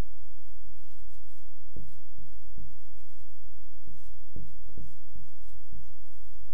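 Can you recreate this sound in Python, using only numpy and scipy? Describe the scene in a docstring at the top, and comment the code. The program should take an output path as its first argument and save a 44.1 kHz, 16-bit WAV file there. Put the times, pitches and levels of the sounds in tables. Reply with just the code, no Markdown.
"""A dry-erase marker writes a few letters on a wall whiteboard, heard through a small microphone.
Over low room rumble and microphone hiss, a faint swell of background hiss near 2.5 kHz opens. The felt
tip rubs through a first stroke and catches with a tick. At 0.7 s a landing thumps the panel and a thin
stick-slip squeak follows. Strokes, landings and squeaks run on, the hand brushing and bumping the board;
at 4.7 s the tip lifts with a click, and the last stroke brakes at about 6.4 s."""
import sys
import numpy as np
from scipy import signal
from scipy.fft import rfft, irfft, next_fast_len
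from scipy.io import wavfile

SR = 44100
rng = np.random.default_rng(int(sys.argv[2]) if len(sys.argv) > 2 else 0)


def int16_out(signal):
    """Quantize to a 16-bit WAV file."""
    q = np.round(np.clip(np.atleast_2d(signal).T, -1, 1) * 32767)
    wavfile.write(sys.argv[1], SR, q.astype(np.int16))


N = 287973
TIME = np.arange(N) / SR


def amp(db):
    return 10 ** (np.asarray(db) / 20)


def unit_rms(x):
    return x / np.sqrt(np.mean(x ** 2) + 1e-20)


def curve_at(points, hz):
    """Joins (f/Hz, value) breakpoints on a log-frequency axis."""
    f, value = np.transpose(points)
    return np.interp(np.log(hz + 1), np.log(f + 1), value)


def equalise(x, points):
    """Shapes x with an EQ curve, at rms 1."""
    size = next_fast_len(N)
    gain = amp(curve_at(points, np.fft.rfftfreq(size, 1 / SR)))
    return unit_rms(irfft(rfft(x, size) * gain, size)[:N])


def wander(hz):
    """A random LFO of rms 1, moving mostly below hz."""
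    knots = rng.standard_normal(size=4096)
    return unit_rms(np.interp(2 * hz * TIME, np.arange(len(knots)), knots))


def resonate(x, hz, width_hz):
    """One resonance applied twice for steep skirts, at rms 1."""
    pole = np.exp((2j * np.pi * hz - np.pi * width_hz) / SR)
    return unit_rms(signal.lfilter([1], np.poly([pole, pole]), x).real)


def swell(peak_s, rise_s, fall_s, sharpness=1.29):
    """An envelope from rest up to 1 and back to rest."""
    return np.interp(TIME, [peak_s - rise_s, peak_s, peak_s + fall_s], [0, 1, 0]) ** sharpness


def add(mix, start_s, sound):
    part = mix[max(round(start_s * SR), 0):][:len(sound)]
    part += sound[:len(part)]


# EQ curves of the room rumble and the microphone hiss: f/Hz, gain/dB
RUMBLE_EQ = [(15, -5), (30, 2), (47, 1), (70, -8), (92, -5.5), (115, -15), (145, -20.5), (170, -30.5),
             (215, -39.5), (270, -25), (400, -28.5), (700, -34.5), (2000, -50.5)]
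HISS_EQ = [(100, -7), (400, -6), (1000, 2.5), (1900, 2.5), (2700, 2.5), (3600, 0.5), (6000, 0.2),
           (11000, 0.5), (15500, 2)]


def room_tone(rumble_db=-55.0, hiss_db=-69.5, waver_db=1.43):
    """The bed: a low rumble that wavers slightly in level, under the microphone's even hiss."""
    rumble = equalise(rng.standard_normal(N), RUMBLE_EQ) * amp(waver_db * wander(hz=4.5))
    hiss = equalise(rng.standard_normal(N), HISS_EQ)
    return amp(rumble_db) * rumble + amp(hiss_db) * hiss


# a swell of background hiss (first row), then hand slides: peak t/s, half length/s, level/dB, centre f/Hz
NOISE_SWELLS = [(.35, .4, -82.5, 2470), (.9, .2, -85, 740), (2.8, 0.5, -78, 646), (5.28, 0.42, -76, 842),
                (6.088, 0.37, -76, 755)]


def soft_swells(relative_width=0.99):
    """Broad noise: the background hiss lifts faintly near 2.5 kHz; later, hand and sleeve brush by."""
    out = np.zeros(N)
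    for peak_s, half_s, db, hz in NOISE_SWELLS:
        band = resonate(rng.standard_normal(N), hz, relative_width * hz)
        out += amp(db) * swell(peak_s, half_s, half_s) * band
    return out


# decay of the room by band: f/Hz, t60/s
ROOM_DECAY = [(60, 0.47), (140, 0.92), (300, 0.24), (600, 0.23), (2000, 0.33), (8000, 0.16)]


def room_reverb(x, fade_in_s=0.026):
    """The room answers with a diffuse tail, each band dying at its own speed."""
    hz, t, bands = signal.stft(rng.standard_normal(SR), SR, nperseg=512)
    decay = amp(-60 * t / curve_at(ROOM_DECAY, hz)[:, None])
    tail = signal.istft(bands * decay, SR, nperseg=512)[1]
    tail *= np.minimum(np.arange(len(tail)) / SR / fade_in_s, 1) ** 2
    return signal.fftconvolve(x, tail / np.linalg.norm(tail))[:N]


def fibre_snaps(per_s, spread_db):
    """Felt fibres snap free one after another: a dense grain of tiny, uneven clicks."""
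    size = amp(spread_db * np.minimum(rng.exponential(1, N), 4))
    return size * rng.standard_normal(N) * (rng.random(N) < per_s / SR)


def shifting_ring(x, modes, swing_db=3):
    """Resonances take turns at random, as when the tip changes angle and place."""
    return unit_rms(sum(amp(db + swing_db * wander(hz=9)) * resonate(x, hz, width_hz)
                        for hz, width_hz, db in modes))


# the few pitches at which the tip can stick and slip
LOWEST_HZ, LOW_HZ, MID_HZ, HIGH_HZ, TOP_HZ = 2443, 2880, 6200, 8000, 10020
STROKES = [(.48, .12, -77.5, -95, None), (.8, 0.14, -86, -76.5, LOWEST_HZ), (.91, .11, -75, -74.5, LOW_HZ),
           (1.001, 0.084, -77.5, -79, HIGH_HZ), (1.145, 0.088, -68.5, -86, HIGH_HZ),
           (1.38, 0.2, -72, -80, HIGH_HZ), (1.935, 0.25, -73, -77, TOP_HZ), (2.33, 0.19, -82, -76, None),
           (2.709, .05, -80, -75, None), (2.85, 0.097, -86, -75.5, None),
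           (3.008, .1, -73.5, -80.5, LOWEST_HZ), (3.11, 0.12, -78, -76, None),
           (3.194, 0.072, -74.5, -80, None), (4.065, 0.25, -71, -78, MID_HZ), (4.49, 0.14, -80, -75, None),
           (4.921, .22, -71.5, -78, MID_HZ), (5.285, 0.12, -75, -82, MID_HZ),
           (5.495, 0.17, -69.5, -85, None), (5.86, 0.1, -77.5, -72.5, MID_HZ),
           (6.15, 0.16, -74, -85.5, TOP_HZ), (6.254, 0.12, -79, -75.5, TOP_HZ),
           (6.335, 0.045, -77, -77.5, None)]
# EQ curves of the panel's rub and the felt's hiss: f/Hz, gain/dB
PANEL_EQ = [(150, -7), (350, 3), (680, 4.5), (950, -2.5), (1250, 4.5), (1500, -3), (1750, -6.5), (2500, -3),
            (3300, -7.5), (4100, -2), (5200, -5.5), (9000, -8)]
FELT_EQ = [(2000, -6.5), (4000, -5), (5200, -9), (6200, -5.5), (7000, -5), (7900, -4), (9000, -2.5),
           (9900, -6.5), (11000, -4), (12500, -23), (14200, -4.5), (16000, -13)]
# resonances that rubbing excites in the panel's skin and the marker: f/Hz, width/Hz, relative level/dB
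SKIN_MODES = [(650, 180, 3), (973, 205, 1.5), (1502, 120, 2), (2034, 114, 0.5), (2550, 49, -5),
              (2880, 380, -3.5), (4070, 360, -16)]
MARKER_MODES = [(6440, 290, -12), (7750, 240, -2.5), (8470, 240, -7.5), (9340, 290, -2), (9950, 900, 0.5)]


def felt_rubbing(panel_trim_db=1.4, felt_trim_db=1.0, skin_db=-4, marker_db=-10, judder_db=0.9,
                 brake_s=0.074, panel_lag_s=.012):
    """Each stroke speeds up and brakes; the fibres hiss, ring the marker and drive the panel."""
    panel_power, felt_power = np.zeros((2, N))
    for peak_s, run_up_s, felt_db, panel_db, _ in STROKES:
        panel_speed = swell(peak_s + panel_lag_s, run_up_s, brake_s)
        felt_speed = swell(peak_s, run_up_s, brake_s)
        panel_power += (amp(panel_db + panel_trim_db) * panel_speed) ** 2
        felt_power += (amp(felt_db + felt_trim_db) * felt_speed) ** 2
    grain = fibre_snaps(per_s=8000, spread_db=0.5) * amp(judder_db * wander(hz=58.7))
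    panel = equalise(grain, PANEL_EQ) + amp(skin_db) * shifting_ring(grain, SKIN_MODES)
    felt = equalise(grain, FELT_EQ) + amp(marker_db) * shifting_ring(grain, MARKER_MODES)
    return np.sqrt(panel_power) * panel + np.sqrt(felt_power) * felt


def tick(db, hz, t60, relative_width=0.52):
    """The tip jumps: a burst of band noise with a hard attack and a fast decay."""
    t = np.arange(SR // 8) / SR
    return amp(db - 60 * t / t60) * resonate(rng.standard_normal(len(t)), hz, relative_width * hz)


def tip_catches(boost_db=5):
    """The tip catches at each stroke's top speed: a bright tick that scales with the felt's hiss."""
    out = np.zeros(N)
    for peak_s, _, felt_db, _, _ in STROKES:
        add(out, peak_s, tick(felt_db + boost_db, hz=5840, t60=0.029))
    return out


def catch_pushes(boost_db=6.5, softness_s=0.00072):
    """Each catch also pushes the panel, with a force that scales with the rub."""
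    return [(peak_s, panel_db + boost_db, softness_s) for peak_s, _, _, panel_db, _ in STROKES]


def force_pulses(pushes):
    """Bell-shaped pushes on the panel: the softer the contact, the duller the thump."""
    force = np.zeros(N)
    for at_s, db, softness_s in pushes:
        bell = np.exp(-.5 * ((TIME - at_s) / softness_s) ** 2)
        force += amp(db) * bell / bell.sum()
    return force


# the tip lands to begin a line, or lifts and lets the panel spring back: t/s, force level/dB, softness/s
LANDINGS = [(.655, -55.5, 0.001), (1.7668, -43.5, 0.00063), (2.187, -50, 0.00084), (2.5809, -44.5, 0.00085),
            (3.8769, -49, 0.00077), (4.364, -41.5, 0.00068), (4.7778, -43.5, 0.00067),
            (5.1587, -46.5, .001), (5.7296, -45, .001)]
LIFTS = [(4.6922, -57, 0.00055)]
# modes of the panel and low standing waves of the room: f/Hz, level/dB, free t60/s
PANEL_MODES = [(40.4, 2.5, 0.14), (61.6, 1.5, 0.79), (89.3, -1, 0.3), (107.2, -14.5, 0.47),
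               (143.1, 2.46, .3), (185.3, -8.5, 0.27), (198.8, -5, 0.27), (225, -10.5, 0.21),
               (260.7, 0, 0.16), (274.2, -11.5, 0.35), (323.8, 1.4, .16), (348.3, 0.5, 0.32),
               (376, -5, 0.18), (429, -2, 0.15), (467, 2.5, 0.13), (492.3, 13, 0.097), (547, 4.5, 0.16),
               (604, 5.5, 0.2), (637, 13.5, 0.097)]
ROOM_MODES = [(132.63, -14, 1.1), (149.6, -9, 1), (99.3, -13.5, 0.54)]
# low notes of the panel's two opposite-signed faces, returned by nearby surfaces: delay/s, gain
REFLECTIONS = [(0.014, -0.75), (0.022, 0.48), (0.0339, -0.69), (0.0408, -0.22), (0.067, 0.17)]


def panel_thumps(reverb_db=-18, echo_cutoff_hz=253, felt_loss_db_per_s=120, felt_loss_hz=600,
                 boom_rise_s=0.13):
    """Landings, catches and bumps push the panel in, a lift lets it out; it rings and the room booms."""
    t = np.arange(SR) / SR
    ring = np.zeros(SR)
    for hz, db, t60 in PANEL_MODES:
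        # the felt resting on the panel damps the high modes most
        fall_db_per_s = 60 / t60 + felt_loss_db_per_s * (hz / felt_loss_hz) ** 3
        ring -= amp(db - fall_db_per_s * t) * np.cos(2 * np.pi * hz * t)
    boom = sum(amp(db - 60 * t / t60) * np.sin(2 * np.pi * hz * t) for hz, db, t60 in ROOM_MODES)
    boom *= np.minimum(t / boom_rise_s, 1)
    force = force_pulses(LANDINGS) + force_pulses(hand_bumps() + catch_pushes()) - force_pulses(LIFTS)
    direct = signal.fftconvolve(force, ring)[:N]
    lows = signal.lfilter(*signal.butter(1, echo_cutoff_hz, fs=SR), direct)
    out = direct + amp(reverb_db) * room_reverb(direct) + signal.fftconvolve(force, boom)[:N]
    for delay_s, gain in REFLECTIONS:
        add(out, delay_s, gain * lows)
    return out


def contact_clicks(landing_trim_db=-27, lift_trim_db=-6.5):
    """The tip lands or lets go: a midrange click on top of the thump, scaled by its force."""
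    out = np.zeros(N)
    for contacts, trim_db in (LANDINGS, landing_trim_db), (LIFTS, lift_trim_db):
        for at_s, force_db, _ in contacts:
            add(out, at_s, tick(force_db + trim_db, hz=1130, t60=0.048))
    return out


def tip_squeaks(level_db=-80.5, relative_width=0.037, run_up_share=0.68, overhang_s=0.027):
    """Friction feeds one narrow resonance of the tip: a thin whistle that dies as the stroke brakes."""
    out = np.zeros(N)
    for peak_s, run_up_s, _, _, hz in STROKES:
        if hz:
            lead_s = run_up_share * run_up_s
            length = round((lead_s + overhang_s) * SR)
            whistle = resonate(rng.standard_normal(SR)[:length], hz, relative_width * hz)
            add(out, peak_s - lead_s, amp(level_db) * whistle * signal.windows.tukey(length, .5))
    return out


def hand_bumps(span_s=(1.1, 4.2), per_s=2.2, force_db=-61, spread_db=1, softness_s=0.0012):
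    """The side of the hand nudges the board: faint pushes, loose in timing and weight."""
    beats = np.arange(*span_s, 1 / per_s)
    jitter = rng.uniform(-1, 1, size=(64, 2))
    return [(beat_s + .5 * late / per_s, force_db + spread_db * hard, softness_s)
            for beat_s, (late, hard) in zip(beats, jitter)]


def scene(reverb_db=-10):
    """Mono mix: the light sounds with their reverb send, the thumps, and room tone underneath."""
    light = felt_rubbing() + tip_squeaks() + tip_catches() + contact_clicks() + soft_swells()
    return (panel_thumps() + light + amp(reverb_db) * room_reverb(light) + room_tone())[None]


def record(dry, cutoff_hz=15750, dc_offset=.1408):
    """A steep high cut, and the constant offset on which the converter's signal rides."""
    high_cut = signal.firwin(1023, cutoff_hz, window=("kaiser", 9), fs=SR)
    return signal.oaconvolve(dry, high_cut[None], "same") + dc_offset


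dry = scene()
out = record(dry)
int16_out(out)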